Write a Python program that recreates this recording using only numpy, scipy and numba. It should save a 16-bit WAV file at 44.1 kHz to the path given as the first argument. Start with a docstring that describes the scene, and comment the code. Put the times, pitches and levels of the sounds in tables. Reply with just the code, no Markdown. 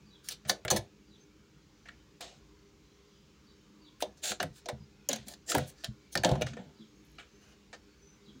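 """A thin plastic food tray, its lid shut, opened and flexed by hand on a table, close to a phone microphone.
Creases snap and ring the tray, the rim rubs and rattles, the loose lid wobbles in the bass, food peels off.
The place is a small room that answers briefly. Far outside, a sparrow gives short falling chirps.
Behind it all lie faint whistles, a low household drone and soft air hiss."""
import sys
import numpy as np
from scipy import signal
from scipy.fft import rfft, irfft, next_fast_len
from scipy.io import wavfile
from scipy.ndimage import uniform_filter1d
from numba import njit

SR = 44100
rng = np.random.default_rng(int(sys.argv[2]) if len(sys.argv) > 2 else 0)


def digitize_waveform(pressure):
    """Quantize a signal to 16-bit integers and store it at the path in sys.argv[1].

    Rows of a 2-D input are taken as channels; values are limited to [-1, 1].
    """
    field = np.atleast_2d(pressure).T
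    bounded = np.clip(field, -1, 1)
    quanta = np.round(bounded * 32767).astype(np.int16)
    wavfile.write(sys.argv[1], SR, quanta)


N = 370440

SNAP_T60_S, HOLLOW_T60_S, HOLLOW_DB = 0.033, 0.14, -15  # the tray's hollow rings on after a snap
SOFT_DB, HARD_DB = -59, -24  # a snap has no hard tick at the first level, all of it at the second
# creases, close up: t/s, crack peak/dB, crack f/Hz, treble/dB, body/dB (both against the crack)
CREASE_SNAPS = [(0.2866, -24.5, 4700, -2, -46), (0.496, -12.5, 4660, -13, -13.5),
                (0.6499, -28, 1920, -8, -3), (0.6805, -22.5, 2850, -21, -12), (0.7026, -15, 6640, -8, -21),
                (0.7103, -14, 7300, -5, -12), (0.7644, -23.5, 1980, -30, -4),
                (1.886, -37.5, 1810, -30, -36), (2.2086, -38.5, 1820, -3, -36), (4.005, -36, 1760, -5, -26),
                (4.0233, -21.5, 3670, -10, 2), (4.318, -21.5, 1640, -17, -10.5),
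                (4.4021, -21.5, 1530, -37, -6), (4.4285, -25, 1620, -4.5, -3.5),
                (4.6578, -36.5, 5700, -19, 0), (4.6877, -27.5, 2100, -5.5, -2),
                (5.0884, -16, 6450, -6.5, -12), (5.1024, -36, 4260, -16, -21),
                (5.1145, -26, 3660, -15.5, -12), (5.13, -21, 6850, -5, -11), (5.16, -32.5, 6850, -6, -8),
                (5.283, -35.5, 6260, 2.5, -33), (5.336, -40, 5000, -11, -12.5),
                (5.5178, -20, 1560, -3.5, -14.5), (5.5496, -19, 1480, -2, -1),
                (5.5814, -22.5, 2060, -3, -4), (5.844, -24, 4970, -9, -34.5), (6.1535, -18, 1550, -10, -9),
                (6.1744, -19.5, 5250, -15, -13.5), (6.2353, -18.5, 1560, -8.5, -3.5),
                (6.2472, -11.5, 3400, -20, -6.5), (6.2911, -29, 3500, -21, 5.5),
                (6.3144, -29.5, 3260, -16, 4.5), (6.354, -37, 1680, -20, 9), (6.4196, -22, 3570, -27, -13),
                (6.4683, -28, 1750, -21, -11), (6.534, -40, 1560, -37, -31), (6.5682, -42, 1770, -35, 5),
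                (7.1838, -35, 1630, -41, -17), (7.7288, -40, 1700, -36, -6)]
def snaps():
    """A crease flips: one hard tick, then a dying burst of slips; the treble dies first, the hollow last."""
    out, t = np.zeros(N), np.arange(SR // 5) / SR
    fade = decay(t, SNAP_T60_S)
    slipping = fade * (1 - np.exp(-t / 0.001884))
    hollow = undb(HOLLOW_DB) * decay(t, HOLLOW_T60_S)
    for s, db, hz, treble_db, body_db in CREASE_SNAPS:
        noise = rng.standard_normal(len(t))
        hardness = np.clip((db - SOFT_DB) / (HARD_DB - SOFT_DB), 0, 1)
        tick = 1.33 * hardness * np.exp(-t / 0.00075)
        crack, treble, body = tray(noise * (slipping + tick), hz, spread=0.35, lasting=noise * hollow)
        treble = peak(treble * fade ** 0.5, db + treble_db)
        add(out, s, peak(crack, db) + treble + peak(body, db + body_db))
    return out


CRACK_BAND = signal.butter(5, [1100, 7600], "band", fs=SR, output="sos")
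BODY_BAND = signal.butter(3, [280, 1000], "band", fs=SR, output="sos")
# modes of the whole tray: f/Hz, width/Hz, gain/dB
BODY_MODES = [(305.2, 67, -5.5), (373.2, 15.5, 0.5), (491.4, 18, 4), (541, 20.2, 2), (603.4, 22, 4),
              (709, 93, 2), (832.4, 40, -10), (1068, 60, -12)]
# modes of the thin sheet: f/Hz, width/Hz, gain/dB
SHEET_MODES = [(1483, 455, 3.5), (1736, 56, 5), (2292, 57, -2), (2909, 43, 0), (3300, 120, -8.5),
               (3880, 1400, -3), (4446, 100, -6), (4990, 280, -14), (5810, 110, -9), (6310, 420, -3),
               (6800, 19, -13), (7195, 250, -1.5)]
# colour of the plastic above the crack band: f/Hz, gain/dB
TREBLE_COLOUR = [(7000, -5.5), (8500, 4.5), (11000, 3), (13000, -8), (15000, 4.5), (16000, -2)]
def tray(drive, hz, spread, lasting=0):
    """The plastic answers a drive with crack, treble and body; lasting stirs only the body."""
    share = rng.standard_normal(len(BODY_MODES) + len(SHEET_MODES))
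    body_share, sheet_share = np.split(share, [len(BODY_MODES)])
    width = 1.1 * spread * hz
    pitched = svf(svf(drive, 1. * hz, width), 1. * hz, width)
    wide = svf(svf(drive, 1.4 * hz, 4.3 * hz), 1.6 * hz, 5.6 * hz)
    # bending the sheet detunes its modes; those near the pitch of the crack answer most
    bent = np.array(SHEET_MODES) * [1 + 0.019 * share[-1], 1, 1]
    near = undb(-8 * np.abs(np.log2(bent[:, 0] / hz)))
    sheet = ring(drive, bent, near * np.tanh(sheet_share))
    crack = signal.sosfilt(CRACK_BAND, level(pitched, -7.5) + level(wide, -5) + level(sheet, 0))
    body = ring(drive + lasting, BODY_MODES, np.sign(body_share) + .5 * body_share)
    return crack, colour(drive, TREBLE_COLOUR), signal.sosfilt(BODY_BAND, body)


RUB_T60_S = 0.11
# strokes on the rim: t/s, swell/s, hold/s, level/dB, f/Hz, treble/dB, body/dB (both against the level)
RIM_RUBS = [(0.226, .02, .037, -58.5, 4870, -5.5, -24), (0.27, 0.041, 0.012, -42, 4000, -7.5, -17),
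            (0.473, 0.022, 0.0059, -36, 4300, -0.5, -5.5), (3.995, 0.018, 0.0086, -48.5, 2600, -2, -15),
            (4.162, 0.0099, 0.02, -65, 6400, -13.5, -8), (4.218, 0.021, 0.077, -35.5, 6600, -11.5, -13.5),
            (4.509, 0.056, .025, -58.5, 4530, -8, -32), (5.252, .023, 0.053, -54.5, 4740, -6, -4),
            (5.462, 0.037, 0.019, -33, 6000, -12, -10), (5.646, 0.032, .02, -57, 5500, 1.5, -40),
            (6.113, .014, 0.007, -49.5, 5230, -2, -17), (5.732, 0.051, 0.049, -63, 4570, -22, -22),
            (7.377, 0.048, 0.11, -67, 2370, -19, -6.5)]
def rubs():
    """Rim and fingers rub with a slow swell."""
    out = np.zeros(N)
    for s, swell, hold, db, hz, treble_db, body_db in RIM_RUBS:
        add(out, s, slips(swell, hold, RUB_T60_S, db, hz, treble_db, body_db))
    return out


RATTLE_SWELL_S, RATTLE_HOLD_S = 0.0034, 0.013
FIRM_DB, FIRM_HZ, FIRM_TREBLE_DB = -43.5, 2900, -16  # level, pitch and relative treble of a firm knock
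OCTAVES_PER_DB, TREBLE_DB_PER_DB = 0.041, 1.5
# rattles after a knock: t/s, t60/s, level/dB, body/dB (against the level)
KNOCK_RATTLES = [(.448, 0.13, -55, -1), (.495, 0.23, -56, 16), (.704, 0.21, -37, 10.5),
                 (.759, 0.055, -35, -1), (1.853, 0.3, -55.5, -7), (2.204, 0.39, -46.5, -2.5),
                 (4.026, 0.26, -63.5, 15), (4.397, 0.16, -44.5, 5.5), (4.683, 0.034, -43.5, -2),
                 (5.091, 0.34, -41.5, -9), (5.541, 0.31, -39.5, 3.5), (5.835, 0.088, -45, -3),
                 (6.15, 0.25, -51, 7), (6.243, 0.48, -41.5, 12.5), (6.3, 0.11, -59, 27),
                 (6.409, 0.049, -40, 9.5), (6.461, 0.25, -48.5, -17), (6.568, 0.38, -59, 6.5),
                 (7.185, 0.18, -51.5, -7), (7.73, 0.085, -51.5, -4)]
def rattles():
    """A knocked tray rattles at once and dies away; a harder knock rings higher and brighter."""
    out = np.zeros(N)
    for s, t60, db, body_db in KNOCK_RATTLES:
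        hz = FIRM_HZ * 2 ** (OCTAVES_PER_DB * (db - FIRM_DB))
        treble_db = FIRM_TREBLE_DB + TREBLE_DB_PER_DB * (db - FIRM_DB)
        add(out, s, slips(RATTLE_SWELL_S, RATTLE_HOLD_S, t60, db, hz, treble_db, body_db))
    return out


def slips(swell, hold, t60, db, hz, treble_db, body_db):
    """Dense uneven slips through the tray that swell, hold and fade; the treble fades first."""
    t = np.arange(SR // 2) / SR
    drive = rng.standard_normal(len(t)) * undb(0.83 * rng.exponential(size=len(t)))
    crack, treble, body = tray(drive, hz, spread=1.0)
    swell_db = -30 * np.clip(1 - t / swell, 0, 1)
    fade_db = -60 * np.clip(t - swell - hold, 0, None) / t60
    treble = level(treble, db + treble_db) * undb(0.71 * fade_db)
    return undb(swell_db + fade_db) * (level(crack, db) + treble + level(body, db + body_db))


FLAP_T60_S = .18
# swings of the lid, close to the microphone: t/s, peak/dB, f/Hz
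LID_FLAPS = [(0.455, -39, 141), (.499, -38, 193), (0.648, -36, 118), (0.714, -29, 138), (0.738, -26, 202),
             (0.78, -32.5, 103.7), (2.356, -50.5, 145), (4.069, -47, 205), (4.305, -41, 205),
             (4.41, -39.5, 190), (4.44, -33.5, 158.6), (4.496, -43, 126), (4.726, -36.5, 129.7),
             (4.801, -39.5, 141), (5.098, -36, 265), (5.124, -36, 219.3), (5.187, -44.5, 130),
             (5.262, -45.5, 207), (5.543, -25.5, 288.6), (5.567, -27, 130), (5.606, -31, 132.3),
             (5.88, -31.5, 123), (6.156, -32, 165), (6.189, -34, 116), (6.251, -24, 181),
             (6.278, -31.5, 151), (6.31, -19, 133), (6.37, -28, 150.4), (6.407, -32, 166),
             (6.439, -30, 125.4), (6.499, -37.5, 140.5), (6.53, -40, 222), (6.589, -37.5, 189),
             (6.66, -45, 149.4), (6.793, -44, 216), (8.277, -47, 205.5), (8.35, -46, 259)]
def flaps():
    """The loose lid swings once and settles in a slow mode; weaker neighbours beat above and below."""
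    out, t = np.zeros(N), np.arange(SR // 2) / SR
    envelope = (1 - np.exp(-t / 0.0038)) ** 2 * decay(t, FLAP_T60_S)
    for s, db, hz in LID_FLAPS:
        turn, detune = rng.random(2)
        mode = np.sin(2 * np.pi * (hz * t + turn))
        above = .45 * np.sin(2 * np.pi * hz * (1.25 + .5 * detune) * t)
        below = 0.35 * np.sin(2 * np.pi * hz * (0.44 + 0.3 * turn) * t)
        add(out, s, peak((mode + above + below) * envelope, db))
    return out


PEEL_TICKS_PER_S, PEEL_HZ, PEEL_T60_S = 90, 11400, 0.024
# food coming unstuck: t/s, length/s, level/dB (before the band-pass)
FOOD_PEELS = [(7.045, .11, -63), (7.382, .14, -69)]
def peels():
    """Sticky food peels off the tray in sparse, tiny treble ticks."""
    out, t = np.zeros(N), np.arange(SR // 40) / SR
    tick = decay(t, PEEL_T60_S)
    for s, length, db in FOOD_PEELS:
        size = int(length * SR)
        onsets = rng.random(size) < PEEL_TICKS_PER_S / SR
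        strength = undb(2.6 * rng.standard_normal(size))
        add(out, s, undb(db) * np.convolve(onsets * strength, tick))
    return svf(out * rng.standard_normal(N), 1. * PEEL_HZ, 3000.)


def room(x, t60, db, top_hz):
    """The walls return a diffuse tail with dulled treble."""
    t = np.arange(SR // 2) / SR
    tail = rng.standard_normal(len(t)) * decay(t, t60) * np.minimum(t / 0.013, 1)
    tail = signal.lfilter(*signal.butter(1, top_hz, fs=SR), tail)
    return signal.fftconvolve(x, tail * undb(db) / np.sqrt(np.sum(tail ** 2)))[:N]


CHIRP_FROM_HZ, CHIRP_TO_HZ = 5000, 3050
# resonances between bird and table: f/Hz, width/Hz, gain/dB
PATH_MODES = [(3330, 110, -3), (3560, 150, -7), (3900, 80, 1), (4250, 90, -9), (4600, 90, -4),
              (4850, 110, -8), (5700, 250, -3)]
# chirps, far outside: t/s, length/s, level/dB (before those resonances)
SPARROW_CHIRPS = [(0.046, .12, -63), (1.055, .11, -62.5), (3.462, 0.047, -63), (3.801, 0.084, -60.5),
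                  (6.743, .08, -59), (8.226, 0.066, -57.5)]
def sparrow():
    """Short falling chirps, broken into patches by the resonances on their way indoors."""
    out = np.zeros(N)
    for s, length, db in SPARROW_CHIRPS:
        progress = np.arange(int(length * SR)) / (length * SR)
        hz = CHIRP_FROM_HZ + (CHIRP_TO_HZ - CHIRP_FROM_HZ) * progress
        envelope = undb(db) * np.sin(np.pi * progress) ** .5
        add(out, s, envelope * np.sin(2 * np.pi * np.cumsum(hz) / SR))
    indoors = ring(out * undb(6 * walk(120)), PATH_MODES)
    return indoors + room(indoors, t60=.3, db=5, top_hz=9000)


# thin whistles in the background: t/s, length/s, f/Hz, level/dB (at mid-swell)
FAINT_WHISTLES = [(1.18, 0.077, 6270, -68), (4.78, 0.097, 4930, -71), (7.24, 0.31, 6200, -73),
                  (7.967, 0.23, 6050, -66)]
def whistles():
    """Faint rough tones come and go: narrow bands of noise."""
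    out, width_hz = np.zeros(N), 130.
    for s, length, hz, db in FAINT_WHISTLES:
        t = np.arange(int(length * SR)) / SR
        tone = svf(svf(rng.standard_normal(len(t)), 1. * hz, width_hz), 1. * hz, width_hz)
        add(out, s, level(tone, db) * np.sin(np.pi * t / length))
    return out


# low resonances of the house: f/Hz, width/Hz, gain/dB
DRONE_MODES = [(57, 16, -0.5), (150, 34, -6), (205.3, 14, -2), (305, 16, -3.5), (401.9, 8.8, -2),
               (428, 4, -13)]
def drone():
    """A household drone: noise rings low resonances, each wavering in level."""
    hum = sum(undb(2.5 * walk(7.4)) * ring(rng.standard_normal(N), [mode]) for mode in DRONE_MODES)
    return signal.sosfilt(signal.butter(3, [45, 520], "band", fs=SR, output="sos"), hum)


# room tone at the microphone: f/Hz, gain/dB
AIR_COLOUR = [(280, -32.5), (480, 0.5), (675, -16), (1050, -11.5), (1620, -12.5), (1790, -14),
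              (2240, -11.5), (3440, -12.5), (4290, -12), (7100, -14), (8230, -24.5), (13600, -32.5),
              (15100, -22), (16500, -31)]
def air():
    """Soft air hiss in which narrow bands swell now and then."""
    bands = [(hz, 70, 0) for hz in 800 * 1.1 ** np.arange(23)]
    flicker = sum(undb(6 * walk(9)) * ring(rng.standard_normal(N), [band]) for band in bands)
    return colour(rng.standard_normal(N) + 1.2 * flicker, AIR_COLOUR) * undb(0.658 * walk(2.2))


def undb(db):
    return 10 ** (np.asarray(db) / 20)


def level(x, db):
    return x * undb(db) / np.sqrt(np.mean(x ** 2))


def peak(x, db):
    return x * undb(db) / np.max(np.abs(x))


def decay(t, t60):
    return np.exp(-np.log(1000) * t / t60)


def add(out, s, sound):
    i = int(s * SR)
    out[i:i + len(sound)] += sound[:len(out) - i]


@njit
def svf(x, hz, width):
    """State-variable band-pass, gain 1 at the centre."""
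    y, band, low = np.empty(len(x)), 0., 0.
    g, damping = np.tan(np.pi * hz / SR), width / hz
    for i in range(len(x)):
        v = (band + g * (x[i] - low)) / (1 + g * (g + damping))
        band, low, y[i] = 2 * v - band, low + 2 * g * v, damping * v
    return y


def ring(x, modes, share=1.):
    """Sum of resonances (f/Hz, width/Hz, gain/dB); share is how much each one is excited."""
    share = share * np.ones(len(modes))
    return sum(g * undb(db) * svf(x, 1. * hz, 1. * w) for g, (hz, w, db) in zip(share, modes))


def colour(x, spectrum):
    """Shape by (f/Hz, gain/dB) points, silent outside them."""
    hz, db = np.transpose(spectrum)
    size = next_fast_len(len(x) + 512)
    log_hz = np.log(np.arange(size // 2 + 1) * SR / size + 1)
    gain = undb(np.interp(log_hz, np.log(hz), db, -90, -90))
    return irfft(rfft(x, size) * gain, size)[:len(x)]


def walk(rate):
    """Random levels held 1 / rate s and slewed twice; spread near 1."""
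    hold = int(SR / rate)
    steps = np.repeat(rng.standard_normal(N // hold + 1), hold)
    return 0.89 * uniform_filter1d(uniform_filter1d(steps, hold), hold)[:N]


def scene():
    """Mono, from the table: the tray close up, the small room around it, the sparrow far off."""
    creases = snaps()
    grip = undb(0.47 * walk(90) + 1.6 * walk(350))  # rubs and rattles flutter about their listed levels
    close = creases + grip * (rubs() + rattles()) + flaps() + peels()
    walls = room(close, t60=0.15, db=-17.5, top_hz=6000)
    return (close + walls + sparrow() + whistles() + level(drone(), db=-61.5) + level(air(), db=-68))[None]


def record(dry):
    """The phone cuts the top above 16 kHz."""
    return signal.sosfilt(signal.ellip(8, .2, 70, 16000, fs=SR, output="sos"), dry)


dry = scene()
out = record(dry)
digitize_waveform(out)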